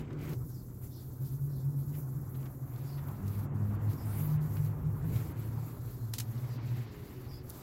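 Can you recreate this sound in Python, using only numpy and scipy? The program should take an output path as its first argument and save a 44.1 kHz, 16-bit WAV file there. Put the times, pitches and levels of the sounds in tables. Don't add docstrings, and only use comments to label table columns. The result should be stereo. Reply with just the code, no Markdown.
import sys
import numpy as np
from scipy import signal
from scipy.fft import rfft, irfft, next_fast_len
from scipy.io import wavfile
from scipy.ndimage import uniform_filter1d, map_coordinates

SR = 44100
rng = np.random.default_rng(int(sys.argv[2]) if len(sys.argv) > 2 else 0)


def generate_wav(signal):
    frames = np.transpose(np.atleast_2d(signal))
    scaled = np.clip(frames, -1, 1) * 32767
    pcm = np.round(scaled).astype(np.int16)
    wavfile.write(sys.argv[1], SR, pcm)


N = 336040


def amp(db):
    return 10 ** (np.asarray(db) / 20)


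def unit(x):
    return x / np.sqrt(np.mean(x ** 2) + 1e-20)


def along(points, hz):
    f, value = np.transpose(points)
    return np.interp(np.log(hz + 1), np.log(f + 1), value)


def curves(rows):
    s, *columns = np.transpose(rows)
    return [np.interp(np.arange(N) / SR, s, column) for column in columns]


def wobble(rate):
    knots = rng.standard_normal(int(N * rate / SR) + 4)
    return map_coordinates(knots, [np.arange(N) * rate / SR])


def bump(peak_s, before_s, after_s):
    return np.interp(np.arange(N) / SR, [peak_s - before_s, peak_s, peak_s + after_s], [0, 1, 0])


def filtered(x, response):
    m = next_fast_len(x.shape[-1] + 8192)
    shaped = rfft(x, m) * response(np.fft.rfftfreq(m, 1 / SR))
    return irfft(shaped, m)[..., :x.shape[-1]]


def panned(x, left_db):
    return x * amp([[left_db / 2], [-left_db / 2]])


def tail(t60, seconds):
    t = np.arange(int(seconds * SR)) / SR
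    echo = rng.standard_normal((2, len(t))) * amp(-60 * t / t60)
    return echo / np.linalg.norm(echo[0])


# f/Hz, correlation
STEREO_LIKENESS = [(60, 0.89), (180, 1), (550, 0.25), (1650, -0.2), (4970, -0.026), (15000, 0.039)]


def rush(spectrum, patchy_db, grain_db, left_db):
    z = signal.stft(rng.standard_normal((2, N)), nperseg=512)[2]
    field = uniform_filter1d(rng.standard_normal(z.shape[1:]), size=6, axis=0)
    field = uniform_filter1d(field, size=10, axis=1)
    patchy = signal.istft(z * amp(patchy_db * unit(field)), nperseg=512)[1][:, :N]
    pair = patchy * amp(grain_db * wobble(60))
    closed = [(spectrum[0][0] / 2, -120)] + list(spectrum) + [(spectrum[-1][0] * 2, -120)]

    def mid_side_response(hz):
        angle = np.arccos(np.clip(along(STEREO_LIKENESS, hz), -1, 1)) / 2
        return amp(along(closed, hz)) * [np.cos(angle), np.sin(angle)]

    mid, side = filtered(pair, mid_side_response)
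    return panned(unit(np.array([mid + side, mid - side])), left_db)


# t/s, f/Hz, level/dB, level of the octave above/dB (where it is heard)
ENGINE_HUMS = [
    [(0.0, 144.1, -41.5), (0.26, 148.5, -45), (0.34, 147, -31)],
    [(0.34, 122.2, -34), (0.45, 124.7, -42), (1.05, 126, -45.5), (1.4, 131, -39.5), (1.76, 134.1, -38.5),
     (2.1, 130.4, -38), (2.42, 134, -38.5), (2.73, 122, -41), (3.0, 116.6, -53)],
    [(1.05, 135.2, -37, -75), (1.41, 139, -38, -72), (1.68, 140.5, -35, -64), (1.95, 146, -39.5, -59),
     (2.22, 148.5, -41.5, -58.5), (2.4, 147, -66, -79)],
    [(2.55, 137.8, -46, -56.5), (2.7, 140.2, -44.5, -54.5), (2.95, 139.3, -38.5, -61.5),
     (3.15, 141.5, -45.5, -75), (3.5, 141, -39, -75), (3.89, 146, -41.5, -81), (4.12, 147.8, -50, -75),
     (4.23, 148.5, -31.5, -75), (4.42, 149.3, -32, -75), (4.69, 150.2, -37.5, -75),
     (5.05, 158.3, -35.5, -75), (5.35, 149, -46, -75), (5.58, 151, -41, -72), (5.85, 159, -68, -75)],
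    [(3.05, 98.1, -52, -58), (3.15, 98.9, -52, -48), (3.3, 101.6, -32.5, -47.5), (3.6, 102.5, -34, -45),
     (3.86, 104.6, -31, -49), (4.22, 101.7, -35.5, -49), (4.5, 103, -33.5, -60), (4.94, 108.9, -39, -72),
     (5.11, 106.9, -35.5, -69), (5.56, 112.2, -38.5, -72), (5.88, 121.5, -42, -69), (6.19, 121, -42, -70),
     (6.55, 128.5, -39.5, -79), (6.8, 125.4, -37, -78), (6.88, 124.1, -53.5, -76), (7.2, 124.2, -49, -72),
     (7.35, 124.1, -58, -72)],
    [(5.7, 108.8, -53, -72), (6.05, 111.4, -39, -66), (6.25, 107.6, -42, -64), (6.4, 112.4, -40, -51.5),
     (6.6, 116, -44.5, -78), (6.76, 112.8, -40, -52), (7.0, 115.8, -53, -61), (7.15, 111.1, -73, -70)],
    [(4.2, 109.8, -43), (4.38, 121.5, -38), (4.56, 142, -43), (4.8, 143, -44), (4.91, 146.8, -40.5),
     (5.0, 147.6, -42)],
    [(6.85, 422.7, -63), (6.92, 419.5, -59), (7.08, 413, -54.5), (7.15, 418.7, -69)],
    [(7.15, 375.4, -50.5), (7.27, 376, -67), (7.45, 369, -55.5), (7.55, 378, -61)],
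]
# t/s, depth/dB
HUM_DIPS = [
    [(.09, 4.5)],
    [(.61, 6), (.79, 4), (1.14, 6), (1.5, 12), (1.94, 12), (2.29, 8), (2.55, 12)],
    [(1.14, 13), (1.32, 5), (1.58, 7), (1.83, 3.5), (2.08, 12), (2.31, 3.5)],
    [(2.74, 9), (3.2, 6), (3.37, 9), (3.7, 7), (4.05, 19), (4.53, 9), (4.78, 7), (4.98, 14), (5.49, 12)],
    [(3.48, 15), (3.79, 8), (3.98, 21), (4.33, 12), (4.43, 14), (4.61, 6), (4.79, 17), (5.03, 13),
     (5.29, 9), (5.72, 9), (6.64, 4)],
    [(5.79, 14), (6.13, -1)],
    [(4.29, 4), (4.48, 9), (4.73, 6)],
    [],
    [],
]
DIP_HALF_S = 0.077


def engines():
    out = np.zeros((2, N))
    drift, flutter, shift = wobble(11), wobble(18), wobble(1.51)
    for rows, dips in zip(ENGINE_HUMS, HUM_DIPS):
        span = slice(round(rows[0][0] * SR), round(rows[-1][0] * SR))
        hz, *partials_db = (curve[span] for curve in curves(rows))
        dip_db = np.zeros(len(hz))
        for s, depth_db in dips:
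            dip_db += depth_db * np.sin(np.pi / 2 * bump(s, DIP_HALF_S, DIP_HALF_S)[span])
        own = (np.arange(len(hz)) + rng.integers(N)) % N
        edge = signal.windows.tukey(len(hz), .04 * SR / len(hz))
        phase = 2 * np.pi * (np.cumsum(hz * (1 + .009 * drift[own])) / SR + rng.random())
        stereo_phase = np.array([[.0006], [-.0006]]) * hz * shift[own]
        wavers_db = [2.1 * flutter[own], 3.6 * flutter[own[::-1]]]
        for k, level_db in enumerate(partials_db):
            gain = np.sqrt(2) * edge * amp(level_db + wavers_db[k] - dip_db)
            out[:, span] += gain * np.sin((k + 1) * (phase + stereo_phase))
    return panned(out, left_db=0.6)


# t/s, rumble level/dB, drone level/dB, tyre roar level/dB
STREET_LEVELS = [
    [(0.0, -35.5, -38, -53), (0.034, -43, -47.5, -61.5), (0.343, -46, -41.5, -51.5)],
    [(0.34, -49, -41, -68), (0.36, -40.5, -50.5, -62.5), (0.59, -46, -53.5, -67), (2.51, -47.5, -50, -57.5),
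     (2.59, -53, -53, -60), (3.1, -43, -52, -51.5), (3.18, -42, -48.5, -55), (3.77, -41.5, -46, -51.5),
     (4.29, -42.5, -47.5, -51), (4.92, -39.5, -48.5, -55.5), (5.15, -35, -44.5, -53.5),
     (5.19, -40, -46.5, -52), (6.1, -48.5, -52.5, -59.5), (6.49, -48, -49.5, -54.5),
     (6.65, -44.5, -48.5, -56.5), (7.38, -46.5, -53, -59.5), (7.62, -51, -50.5, -56)],
]
# f/Hz, level/dB per Hz
RUMBLE_SPECTRUM = [(15, -32), (25, -29), (50, -13), (90, -4), (130, -4), (170, -12.5), (230, -46.5)]
# f/Hz, level/dB per Hz
DRONE_SPECTRUM = [(120, -7), (180, -2.5), (250, -0.5), (370, -4.5), (450, -9.5), (600, -17.5), (800, -28)]
# f/Hz, level/dB per Hz
TYRE_SPECTRUM = [(300, -22), (450, -2.5), (650, -1), (1000, 1), (1400, -3.5), (1900, -12), (2600, -24.5),
                 (3600, -43)]
# f/Hz, level/dB per Hz
FLOOR_SPECTRUM = [(15, -9), (28, -4), (45, 3), (70, -9)]
FLOOR_DB = -59.5
DRONE_LEAD_S = 0.00015


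def street():
    rumble_db, drone_db, roar_db = curves(sum(STREET_LEVELS, []))
    rumble = amp(rumble_db) * rush(RUMBLE_SPECTRUM, patchy_db=-1.5, grain_db=1.5, left_db=-1.5)
    drone = amp(drone_db) * rush(DRONE_SPECTRUM, patchy_db=1.22, grain_db=0.9, left_db=1.6)
    roar = amp(roar_db) * rush(TYRE_SPECTRUM, patchy_db=1.42, grain_db=1.4, left_db=0.5)
    low_floor = amp(FLOOR_DB) * rush(FLOOR_SPECTRUM, patchy_db=1.2, grain_db=1.0, left_db=0.0)
    sides = np.array([[-1], [1]])
    drone = filtered(drone, lambda hz: np.exp(1j * np.pi * hz * DRONE_LEAD_S * sides))
    return low_floor + rumble + roar + drone


# t/s, glass hiss level/dB, fold rustle level/dB, scuff level/dB, dull drag level/dB
CLOTH_LEVELS = [(0.0, -63, -66, -61, -54.5), (0.045, -82, -80, -78, -62), (0.165, -78, -82, -76, -64.5),
                (0.229, -60, -64.5, -62.5, -53.5), (0.334, -56.5, -63, -63, -60),
                (0.379, -62.5, -69, -79, -90), (0.7, -63, -71, -80.5, -80.5), (1.6, -60.5, -70, -78.5, -86),
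                (2.6, -62, -71.5, -81, -85), (2.77, -60.5, -69.5, -70.5, -65.5),
                (3.6, -64.5, -72, -77, -70.5), (4.4, -59.5, -68.5, -69.5, -70.5),
                (4.8, -66.5, -74.5, -79, -69.5), (5.3, -58.5, -65.5, -71, -63.5),
                (5.53, -61, -68.5, -68, -67), (6.05, -64.5, -69.5, -73.5, -76),
                (6.6, -62, -67, -61.5, -58.5), (7.1, -65.5, -72.5, -67, -61.5),
                (7.45, -61.5, -71.5, -73, -68.5), (7.62, -59, -62.5, -67, -61)]
# peak t/s, length/s, hiss rise/dB, scuff rise/dB, drag rise/dB
CLOTH_STROKES = [(0.502, 0.26, 4.5, 4, 3), (0.842, 0.099, 9, 4, 13.5), (1.0, 0.43, 3, 12, 4),
                 (1.261, .16, 7.5, 16, 10), (1.337, .1, 5, 9, 4), (1.442, 0.13, 3.5, -1, 1),
                 (1.794, .1, 4, 8, 5), (1.901, 0.12, 5, 7, 3), (1.946, 0.093, 1.5, 4, 23),
                 (1.994, .11, 11, 4, 15), (2.155, .2, 1.5, 4, 1), (2.404, 0.33, 4, 4, 19),
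                 (2.88, 0.26, 2, 4, -1), (3.082, 0.082, 5.5, -6, 1), (3.35, 0.33, 8.5, 10.5, 7.5),
                 (3.748, 0.26, 2, 2, 7.5), (3.91, 0.1, 8, 13, 12), (4.17, 0.57, 8.5, 7.5, 13.5),
                 (4.2, .07, 6.5, -4, 1), (4.558, 0.36, 8.5, 2, 7.5), (4.659, 0.12, 4.5, 9, 0),
                 (4.929, 0.16, 2.5, -2, -4), (5.158, 0.32, 7.5, 12.5, 9.5), (5.425, 0.13, 1, 1, 4),
                 (5.685, 0.15, 6.5, 1, 7), (5.899, 0.2, 6.5, 6, 6.5), (6.05, .16, 5, 1, 0),
                 (6.364, 0.27, 4, 1.5, 3.5), (6.792, .24, 1.5, 0.5, 1.5), (7.075, .16, 4.5, 2.5, -2),
                 (7.538, 0.17, 3, 7.5, -3)]
BUILD_SHARE = 0.43
# start t/s, length/s, treble drop/dB, scuff drop/dB
HAND_TURNS = [(3.443, 0.12, 18, 15), (3.75, 0.077, 11, 4), (4.357, 0.061, 14, 10), (5.316, 0.057, 10, 2),
              (6.55, .11, 12, 5), (6.83, 0.099, 10, 0), (7.376, 0.072, 10, -3)]
# f/Hz, level/dB per Hz
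HISS_SPECTRUM = [(7000, -24.5), (9500, -11.5), (11000, -3.5), (13000, 0.5), (16000, -4)]
# f/Hz, level/dB per Hz
RUSTLE_SPECTRUM = [(4500, -12), (5800, -5), (7500, -1.5), (9000, -10), (11000, -19)]
# f/Hz, level/dB per Hz
SCUFF_SPECTRUM = [(2700, -19), (3500, -9), (4500, -6.5), (5500, -11), (6800, -19)]
# f/Hz, level/dB per Hz
DRAG_SPECTRUM = [(900, -27), (1400, -6.5), (2100, -2), (3000, -8.5), (4000, -17.5)]


def wiping():
    hiss_db, rustle_db, scuff_db, drag_db = curves(CLOTH_LEVELS)
    treble_up_db, scuff_up_db, drag_up_db = np.zeros((3, N))
    for s, length, treble_rise_db, scuff_rise_db, drag_rise_db in CLOTH_STROKES:
        stroke = bump(s, BUILD_SHARE * length, (1 - BUILD_SHARE) * length)
        treble_up_db += treble_rise_db * stroke
        scuff_up_db += scuff_rise_db * stroke
        drag_up_db += drag_rise_db * stroke
    treble_drop_db, scuff_drop_db = np.zeros((2, N))
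    for s, length, treble_db, mid_db in HAND_TURNS:
        slowing = signal.windows.tukey(round(length * SR), .7)
        start = round(s * SR)
        treble_drop_db[start:][:len(slowing)] = treble_db * slowing
        scuff_drop_db[start:][:len(slowing)] = mid_db * slowing
    hiss_db = hiss_db + treble_up_db - treble_drop_db
    rustle_db = rustle_db + 0.79 * treble_up_db - 0.84 * treble_drop_db
    scuff_db = scuff_db + scuff_up_db - scuff_drop_db
    drag_db = drag_db + drag_up_db
    hiss = amp(hiss_db) * rush(HISS_SPECTRUM, patchy_db=0.8, grain_db=1.42, left_db=9.5)
    rustle = amp(rustle_db) * rush(RUSTLE_SPECTRUM, patchy_db=1.5, grain_db=1.9, left_db=3.0)
    scuff = amp(scuff_db) * rush(SCUFF_SPECTRUM, patchy_db=1.2, grain_db=1.4, left_db=2.0)
    drag = amp(drag_db) * rush(DRAG_SPECTRUM, patchy_db=1.04, grain_db=1.55, left_db=-0.2)
    return hiss + rustle + scuff + drag


# t/s, level/dB, burst length/s, 60 dB dying time/s, centre f/Hz, band sharpness (exponent), left over right/dB
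FRAME_SNAPS = [(.104, -53, .008, .08, 1000, 2.2, 0), (.128, -60, .006, .06, 2500, 1.2, 0),
               (.19, -61, .004, .06, 4000, 1.2, 0), (.213, -56, .003, .05, 5000, 1.2, 0),
               (.293, -54, .006, .08, 6000, 1.2, 0), (.333, -48, .002, .03, 1500, 1.5, 0),
               (.842, -56, .006, .06, 12000, 2.5, 6), (1.949, -58, .006, .06, 2000, 1.5, 0),
               (2.345, -61, .015, .1, 2000, 2.2, 0), (2.428, -57, .004, .06, 2000, 1.5, 0),
               (2.455, -56, .012, .08, 1300, 1.8, 0), (2.76, -58, .004, .05, 2500, 1.5, 0),
               (2.975, -57, .02, .06, 1600, 2.5, 0), (3.085, -60, .006, .05, 2000, 2.5, 0),
               (3.279, -54, .005, .06, 6000, 1.2, 4), (3.39, -53, .003, .04, 11000, 2.5, 6),
               (3.931, -54, .005, .06, 5000, 1.2, 3), (4.567, -50, .005, .1, 1900, 2.8, 2),
               (4.646, -57, .004, .04, 9000, 1.2, 6), (5.16, -52, .004, .05, 3000, 1.5, 3),
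               (6.1364, -32, .0035, .14, 6000, 1.1, -2), (6.1829, -34, .0066, .12, 7500, .75, 4),
               (6.1996, -35, .0075, .08, 7500, .7, 4), (7.493, -48, .002, .03, 12000, 4, 6),
               (7.4988, -35, .0006, .012, 12500, 4, 6), (7.5034, -36, .0005, .02, 12000, 2.5, 6)]


def snaps():
    out, t = np.zeros((2, N + SR)), np.arange(SR // 4) / SR

    def notch(f):
        return 1 - 0.4 * np.exp(-((f - 9000) / 900) ** 2)

    for s, level_db, length, t60, hz, sharp, left_db in FRAME_SNAPS:
        spikes = rng.standard_normal((2, len(t))) * amp(1.2 * rng.standard_normal(len(t)))
        burst = unit(filtered(spikes, lambda f: (f / hz / (1 + (f / hz) ** 2)) ** sharp * notch(f)))
        burst = burst * np.where(t < length, 1, amp(-9 - 60 * (t - length) / t60))
        wet = signal.fftconvolve(burst, tail(0.094, 0.083), axes=1)[:, :len(t)]
        snap = amp(level_db) * panned(burst + amp(-7.5) * wet, left_db)
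        out[:, round(s * SR):][:, :len(t)] += snap
    return out[:, :N]


# t/s, length/s, start f/Hz, end f/Hz, warble scale/Hz, call peak level/dB
SPARROW_CHIRPS = [(0.504, 0.12, 5700, 4000, 500, -63), (0.896, 0.12, 4800, 4410, 995, -59.5),
                  (1.483, 0.16, 4830, 4350, 800, -63.5), (2.82, 0.07, 7000, 6900, 200.5, -66),
                  (2.847, 0.12, 5260, 4560, 590, -59), (3.955, 0.084, 5300, 4985, 400, -59.5),
                  (5.951, 0.12, 4375, 4100, 150.7, -67.5), (6.489, 0.066, 4795, 4767, 100.7, -62),
                  (7.274, 0.12, 5250, 4765, 450, -55), (7.31, .055, 3510, 3400, 120, -63)]
WARBLE_RATE = 700


def sparrows():
    out = np.zeros((2, N + SR))
    for s, length, start_hz, end_hz, warble_hz, level_db in SPARROW_CHIRPS:
        u = np.linspace(0, 1, int(length * SR))
        targets = rng.uniform(-1.4, 1.4, 200)
        warble = np.interp(u * length, np.arange(200) / WARBLE_RATE, targets)
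        hz = start_hz + (end_hz - start_hz) * u + warble_hz * warble
        call = np.sin(np.pi * u) ** .5 * np.sin(2 * np.pi * np.cumsum(hz) / SR)
        far = signal.fftconvolve(call[None], tail(0.15, .4), axes=1)
        out[:, round(s * SR):][:, :far.shape[1]] += amp(level_db) * panned(far, left_db=0.0)
    return out[:, :N]


# t/s, centre f/Hz, level/dB
FAST_STROKE = [(4, 7000, -81), (4.06, 9200, -60), (4.14, 10100, -56.5), (4.2, 12100, -51),
               (4.27, 13700, -48), (4.34, 13700, -90)]


def swish():
    hz, t, z = signal.stft(rng.standard_normal((2, N)), SR, nperseg=512)
    s, centre_hz, _ = np.transpose(FAST_STROKE)
    ratio = (hz[:, None] + 1) / np.interp(t, s, centre_hz)
    band = np.exp(-(np.log(ratio) / 0.25) ** 2)
    noise = unit(signal.istft(z * band, SR, nperseg=512)[1][:, :N])
    _, level_db = curves(FAST_STROKE)
    return amp(level_db) * panned(noise, left_db=4.5)


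def scene():
    return engines() + street() + wiping() + snaps() + sparrows() + swish()


TOP_HZ = 15830


def record(dry):
    return filtered(dry, lambda hz: hz < TOP_HZ)


dry = scene()
out = record(dry)
generate_wav(out)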